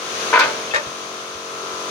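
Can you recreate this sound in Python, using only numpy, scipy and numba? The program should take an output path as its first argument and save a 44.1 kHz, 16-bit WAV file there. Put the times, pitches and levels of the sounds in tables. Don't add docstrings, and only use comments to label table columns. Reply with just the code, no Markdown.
import sys
import numpy as np
from scipy import signal
from scipy.fft import rfft, irfft
from scipy.io import wavfile
from scipy.ndimage import uniform_filter1d
from numba import njit

SR = 44100
rng = np.random.default_rng(int(sys.argv[2]) if len(sys.argv) > 2 else 0)


def pcm_store(signal):
    levels = np.round(np.clip(np.atleast_2d(signal), -1, 1) * 32767)
    wavfile.write(sys.argv[1], SR, levels.astype(np.int16).T)


N = 83790

# start_s, level_db, brightness_hz, best_struck_hz
FRAME_IMPACTS = [(.3287, -4, 1900, 960), (.336, -1, 2500, 1010), (.345, -3.5, 2930, 1000),
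                 (.356, -1.5, 3160, 950), (.3734, -0.5, 2000, 1490), (.3905, -1.5, 14000, 1480),
                 (.4044, -2, 4260, 1570), (.413, -4.5, 3750, 2570), (.422, -7, 2780, 1230)]
# pitch_hz, level_db, t60_s, left_minus_right_db
FRAME_MODES = [(384, -7.5, 0.088, -1.5), (465.7, -11, 0.19, 0), (551, -24, 0.7, 2), (595, -27, 0.86, -7),
               (880, -17, 0.63, 8), (954, -1, 0.15, 4), (1020, 0, 0.1, 8), (1055, -3.5, 0.067, -1),
               (1214, -7.5, 0.26, 0), (1320, -8, 0.28, -1), (1461, -0.5, 0.12, -5), (1506, 3, 0.076, 2),
               (1594, -6.5, .14, 4), (2100, -11, 0.18, 12), (2308, -1, 0.079, 11.5), (2550, -5.5, 0.13, 8),
               (4479, -10, .12, 11)]
# frequency_hz, density_db
FRAME_BODY = [(100, -28), (250, -16.5), (420, -16), (650, 0.5), (800, -12), (950, -3.5), (1600, 0),
              (1900, 0), (2600, -6), (3100, -4), (4500, -5.5), (6500, -14.5), (8000, -24), (15000, -27)]
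# start_s, level_db, brightness_hz, best_struck_hz
TILE_IMPACTS = [(.737, -3.5, 2010, 1800), (.745, -3, 7000, 560), (.7525, -4.5, 4450, 560),
                (.76, -2, 6000, 1840), (.768, -9.5, 6450, 2540), (.777, -7.5, 3020, 900),
                (.795, -4, 1000, 700)]
# pitch_hz, level_db, t60_s, left_minus_right_db
TILE_MODES = [(566, -14, 0.11, 0), (581, -1.5, 0.092, 3), (895, -2, 0.081, 2), (1173, -3.5, 0.11, 1),
              (1785, 5, 0.067, 7.5), (1834, -6, 0.13, 7.5), (2153, -9.5, 0.046, 24), (2510, -1, 0.064, -2),
              (3774, -4, .08, 5)]
# frequency_hz, density_db
TILE_BODY = [(100, -27), (280, -28), (520, 2), (780, -6.5), (1800, 9.5), (3000, 0.5), (4000, 0.5),
             (6400, -2), (8000, -6.5), (15000, -15)]
# start_s, level_db, rise_s, centre_hz
SCRAPES = [(0.355, -26, .012, 3830), (0.394, -16.5, 0.0043, 5400)]
# pitch_hz, level_db
EDGE_MODES = [(2610, -20), (3170, -26), (3480, -26)]
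# frequency_hz, density_db
ECHO_SPECTRUM = [(100, -12), (560, 4), (900, -1), (2000, -0.5), (6000, 5), (15000, -18)]
# start_s, level_db, pitch_hz
FOOTFALLS = [(0.737, -41, 72), (.86, -43, 72), (0.865, -40, 131), (1.346, -44, 82), (1.73, -47, 72)]
# time_s, cycle_rate_hz
ENGINE_SPEED = [(0, 46.4), (.09, 46.1), (.33, 45.8), (.85, 45.55), (1.6, 45.78), (1.9, 45.65)]
ENGINE_ORDERS = [-15, -14, -10, -14, -8, -4, -3, 0, -5, -4, -14, -1, -8, -8, -12, -13, -12, -6, -12, -5, -3,
                 -6, -8, -2, -2, -5, -7, -3, -15, -15, -11, -16, -10]
# peak_s, level_db, pitch_hz
HOOTS = [(1.535, -34.5, 416.6), (1.643, -30.5, 392), (1.725, -33.5, 387.6)]
# frequency_hz, density_db
AIR_SPECTRUM = [(30, -30), (70, -16), (130, -10), (250, -9), (400, -1), (620, -2), (800, -6.5), (1250, 0.5),
                (1550, 0.5), (1850, -2.5), (2500, -1), (3700, -2), (5200, -5.5), (6400, -1.5),
                (7400, -13.5), (10300, -15.5), (12500, -26.5), (15500, -26.5)]
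# time_s, low_drone_db, upper_drone_db, rush_db, hiss_db
BACKGROUND_GAINS = [(0, -37, -36.5, -29.5, -31), (.2, -34, -34, -25, -26), (.33, -32, -30, -24.5, -25.5),
                    (.55, -33.5, -37, -26, -29.5), (.85, -37, -36, -32, -32.5),
                    (1.07, -37, -36, -33.5, -33), (1.42, -38.5, -37.5, -34, -34),
                    (1.68, -35.5, -32.5, -34.5, -31.5), (1.9, -33, -32, -31.5, -30)]
# frequency_hz, left_minus_right_db
DIFFUSE_BALANCE = [(200, 6), (750, -5), (1200, -2), (2100, 1), (3500, 6.5), (6400, 7), (8200, 0),
                   (15000, 3)]

TOP_HZ = 15900
TIME_S, BINS_HZ = np.arange(N) / SR, np.arange(N // 2 + 1) * SR / N


def frame_rattle():
    return impacts(FRAME_IMPACTS, FRAME_MODES, FRAME_BODY, modes_db=-12, body_db=-11, crack_db=-16.5,
                   body_t60_s=.29, treble_damp=.32, right_lag_s=.00008, rise_s=.0018)


def tile_clack():
    return impacts(TILE_IMPACTS, TILE_MODES, TILE_BODY, modes_db=-18.5, body_db=-15.5, crack_db=-18,
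                   body_t60_s=.097, treble_damp=.16, right_lag_s=-.00031, rise_s=.00021)


def impacts(contacts, modes, body, modes_db, body_db, crack_db, body_t60_s, treble_damp, right_lag_s,
            rise_s, crack_s=.0021, struck_db=4, struck_octaves=.12, detune=.0041):
    out, n = np.zeros((2, N)), SR // 2
    t = TIME_S[:n]
    hz, mode_db, t60_s, pan_db = np.array(modes, float).T
    ports = sides(pan_db) * np.exp(-2j * np.pi * hz * np.array([[0], [right_lag_s]]))
    envelopes = decay(t, t60_s[:, None])
    for start_s, db, brightness_hz, struck_hz in contacts:
        favoured = np.exp(-(np.log2(hz / struck_hz) / struck_octaves) ** 2)
        weights = ports * undb(mode_db + struck_db * favoured)
        pitch_hz = hz * (1 + detune * rng.standard_normal(len(hz)))
        phase = 2 * np.pi * (pitch_hz[:, None] * t + rng.random((len(hz), 1)))
        modal = weights.real @ (envelopes * np.sin(phase)) + weights.imag @ (envelopes * np.cos(phase))
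        dense = damp(diffuse(body)[:, :n], body_t60_s, treble_damp)
        ring = (undb(modes_db) * modal + undb(body_db) * dense) * (1 - np.exp(-t / rise_s))
        crack = undb(crack_db) * cut(rng.standard_normal((2, n)), 660, "high") * np.exp(-t / crack_s)
        i = int(start_s * SR)
        out[:, i:i + n] += undb(db) * cut(ring + crack, brightness_hz, "low")
    return cut(out, 220, "high")


def scrapes(grain_spread_db=7):
    out = np.zeros((2, N))
    for start_s, db, rise_s, hz in SCRAPES:
        age = since(start_s) / rise_s
        grains = rng.standard_normal((2, N)) * undb(grain_spread_db * rng.standard_normal(N))
        grit = cut(cut(cut(grains, hz, "high"), hz, "low"), hz, "low")
        out += undb(db) * grit / grit.std() * age * np.exp(1 - age)
    return out


def edge_clink(start_s=.709, rise_s=.0052, t60_s=.065, pan_db=11):
    t = since(start_s)
    ring = sum(undb(db) * np.sin(2 * np.pi * hz * t) for hz, db in EDGE_MODES)
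    return sides(pan_db) * ring * (1 - np.exp(-t / rise_s)) * decay(t, t60_s)


def building_echo(x, gain_db=-14.5, t60_s=.63, delay_s=.0067):
    onset = np.clip(TIME_S / delay_s - 1, 0, 1)
    tail = diffuse(ECHO_SPECTRUM) * decay(TIME_S, t60_s) * onset
    tail /= np.sqrt(np.sum(tail ** 2) / 2)
    return undb(gain_db) * signal.fftconvolve(x.mean(axis=0)[None], tail, axes=1)[:, :N]


def footfalls(rise_s=.0084):
    out = np.zeros(N)
    for start_s, db, hz in FOOTFALLS:
        t = since(start_s)
        out += undb(db) * t / rise_s * np.exp(1 - t / rise_s) * np.sin(2 * np.pi * hz * t)
    return out


def engine(flutter_db=1.13, upper_from_hz=820, upper_pan_db=6, right_lag_s=.00023, scatter_rad=.97):
    cycle_hz = over_time(ENGINE_SPEED)
    cycle_phase = 2 * np.pi * np.cumsum(cycle_hz) / SR
    low, upper = np.zeros((2, N)), np.zeros((2, N))
    for order, db in enumerate(ENGINE_ORDERS, 3):
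        smear, scatter = rng.standard_normal(2)
        hz = order * cycle_hz.mean()
        phase = order * cycle_phase + 2 * np.pi * smear
        amplitude = undb(db + flutter_db * wander(rate_hz=7.41))
        if hz < upper_from_hz:
            low += amplitude * np.cos(phase)
        else:
            port_phase = 2 * np.pi * hz * right_lag_s + scatter_rad * scatter
            upper += amplitude * np.cos(phase + np.array([[.5], [-.5]]) * port_phase)
    low *= undb(over_time(BACKGROUND_GAINS, column=1)) / low.std()
    upper *= undb(over_time(BACKGROUND_GAINS, column=2)) / upper.std()
    return low + upper * sides(upper_pan_db)


def hoots(sigma_s=.0092):
    out = np.zeros(N)
    for peak_s, db, hz in HOOTS:
        envelope = np.exp(-.5 * ((TIME_S - peak_s) / sigma_s) ** 2)
        out += undb(db) * envelope * np.sin(2 * np.pi * hz * TIME_S)
    return out


def outdoor_air(crossover_hz=2000):
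    air = diffuse(AIR_SPECTRUM)
    rush = irfft(rfft(air) / (1 + (BINS_HZ / crossover_hz) ** 4), N)
    hiss = (air - rush) * undb(over_time(BACKGROUND_GAINS, column=4))
    return rush * undb(over_time(BACKGROUND_GAINS, column=3)) + hiss


def diffuse(spectrum, coherent_below_hz=445):
    mid, side = rfft(rng.standard_normal((2, N)))
    coherence = 1 / (1 + (BINS_HZ / coherent_below_hz) ** 4)
    pair = mid * np.sqrt(1 + coherence) + side * np.sqrt(1 - coherence) * np.array([[1], [-1]])
    noise = irfft(pair * undb(over_frequency(spectrum)) * sides(over_frequency(DIFFUSE_BALANCE)), N)
    return noise / np.sqrt(np.mean(noise ** 2))


def damp(x, t60_s, treble_damp):
    n = x.shape[1]
    hz = np.arange(n // 2 + 1) * SR / n
    octave = np.clip(np.log2(hz / 1000 + 1e-9), -2, 4)
    spectrum, out = rfft(x), np.zeros_like(x)
    for k in range(-2, 5):
        band = irfft(spectrum * np.maximum(1 - abs(octave - k), 0), n)
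        out += band * decay(TIME_S[:n], t60_s / 2 ** (k * treble_damp))
    return out


def decay(t, t60_s):
    return np.exp(-np.log(1000) * t / t60_s)


def since(start_s):
    return np.maximum(TIME_S - start_s, 0)


def undb(db):
    return 10 ** (np.asarray(db) / 20)


def sides(db):
    return undb(np.array([[.5], [-.5]]) * db)


def over_frequency(rows):
    hz, db = np.array(rows, float).T
    return np.interp(np.log(BINS_HZ + 1e-9), np.log(hz), db)


def over_time(rows, column=1):
    rows = np.array(rows, float)
    return np.interp(TIME_S, rows[:, 0], rows[:, column])


def cut(x, hz, kind):
    return signal.lfilter(*signal.butter(2, min(hz, TOP_HZ), kind, fs=SR), x)


def wander(rate_hz):
    hold = int(SR / rate_hz)
    steps = np.repeat(rng.standard_normal(256), hold)[:N]
    smooth = uniform_filter1d(uniform_filter1d(steps, hold), hold)
    return smooth / smooth.std()


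@njit
def follow(x, attack_s, release_s):
    out, level = np.empty(len(x)), 0.
    for i in range(len(x)):
        level += (x[i] - level) / (SR * (attack_s if x[i] > level else release_s))
        out[i] = level
    return out


def scene():
    contacts = frame_rattle() + tile_clack() + scrapes() + edge_clink()
    return contacts + building_echo(contacts) + footfalls() + engine() + hoots() + outdoor_air()


def record(dry):
    threshold_db, ratio = -6, 3
    envelope = follow(abs(dry).max(axis=0), attack_s=.001, release_s=.035)
    ducked = dry * np.maximum(envelope / undb(threshold_db), 1) ** (1 / ratio - 1)
    clipped = np.clip(cut(ducked, 48, "high"), -1, 1)
    return signal.sosfilt(signal.ellip(10, .1, 80, TOP_HZ, fs=SR, output="sos"), clipped)


dry = scene()
out = record(dry)
pcm_store(out)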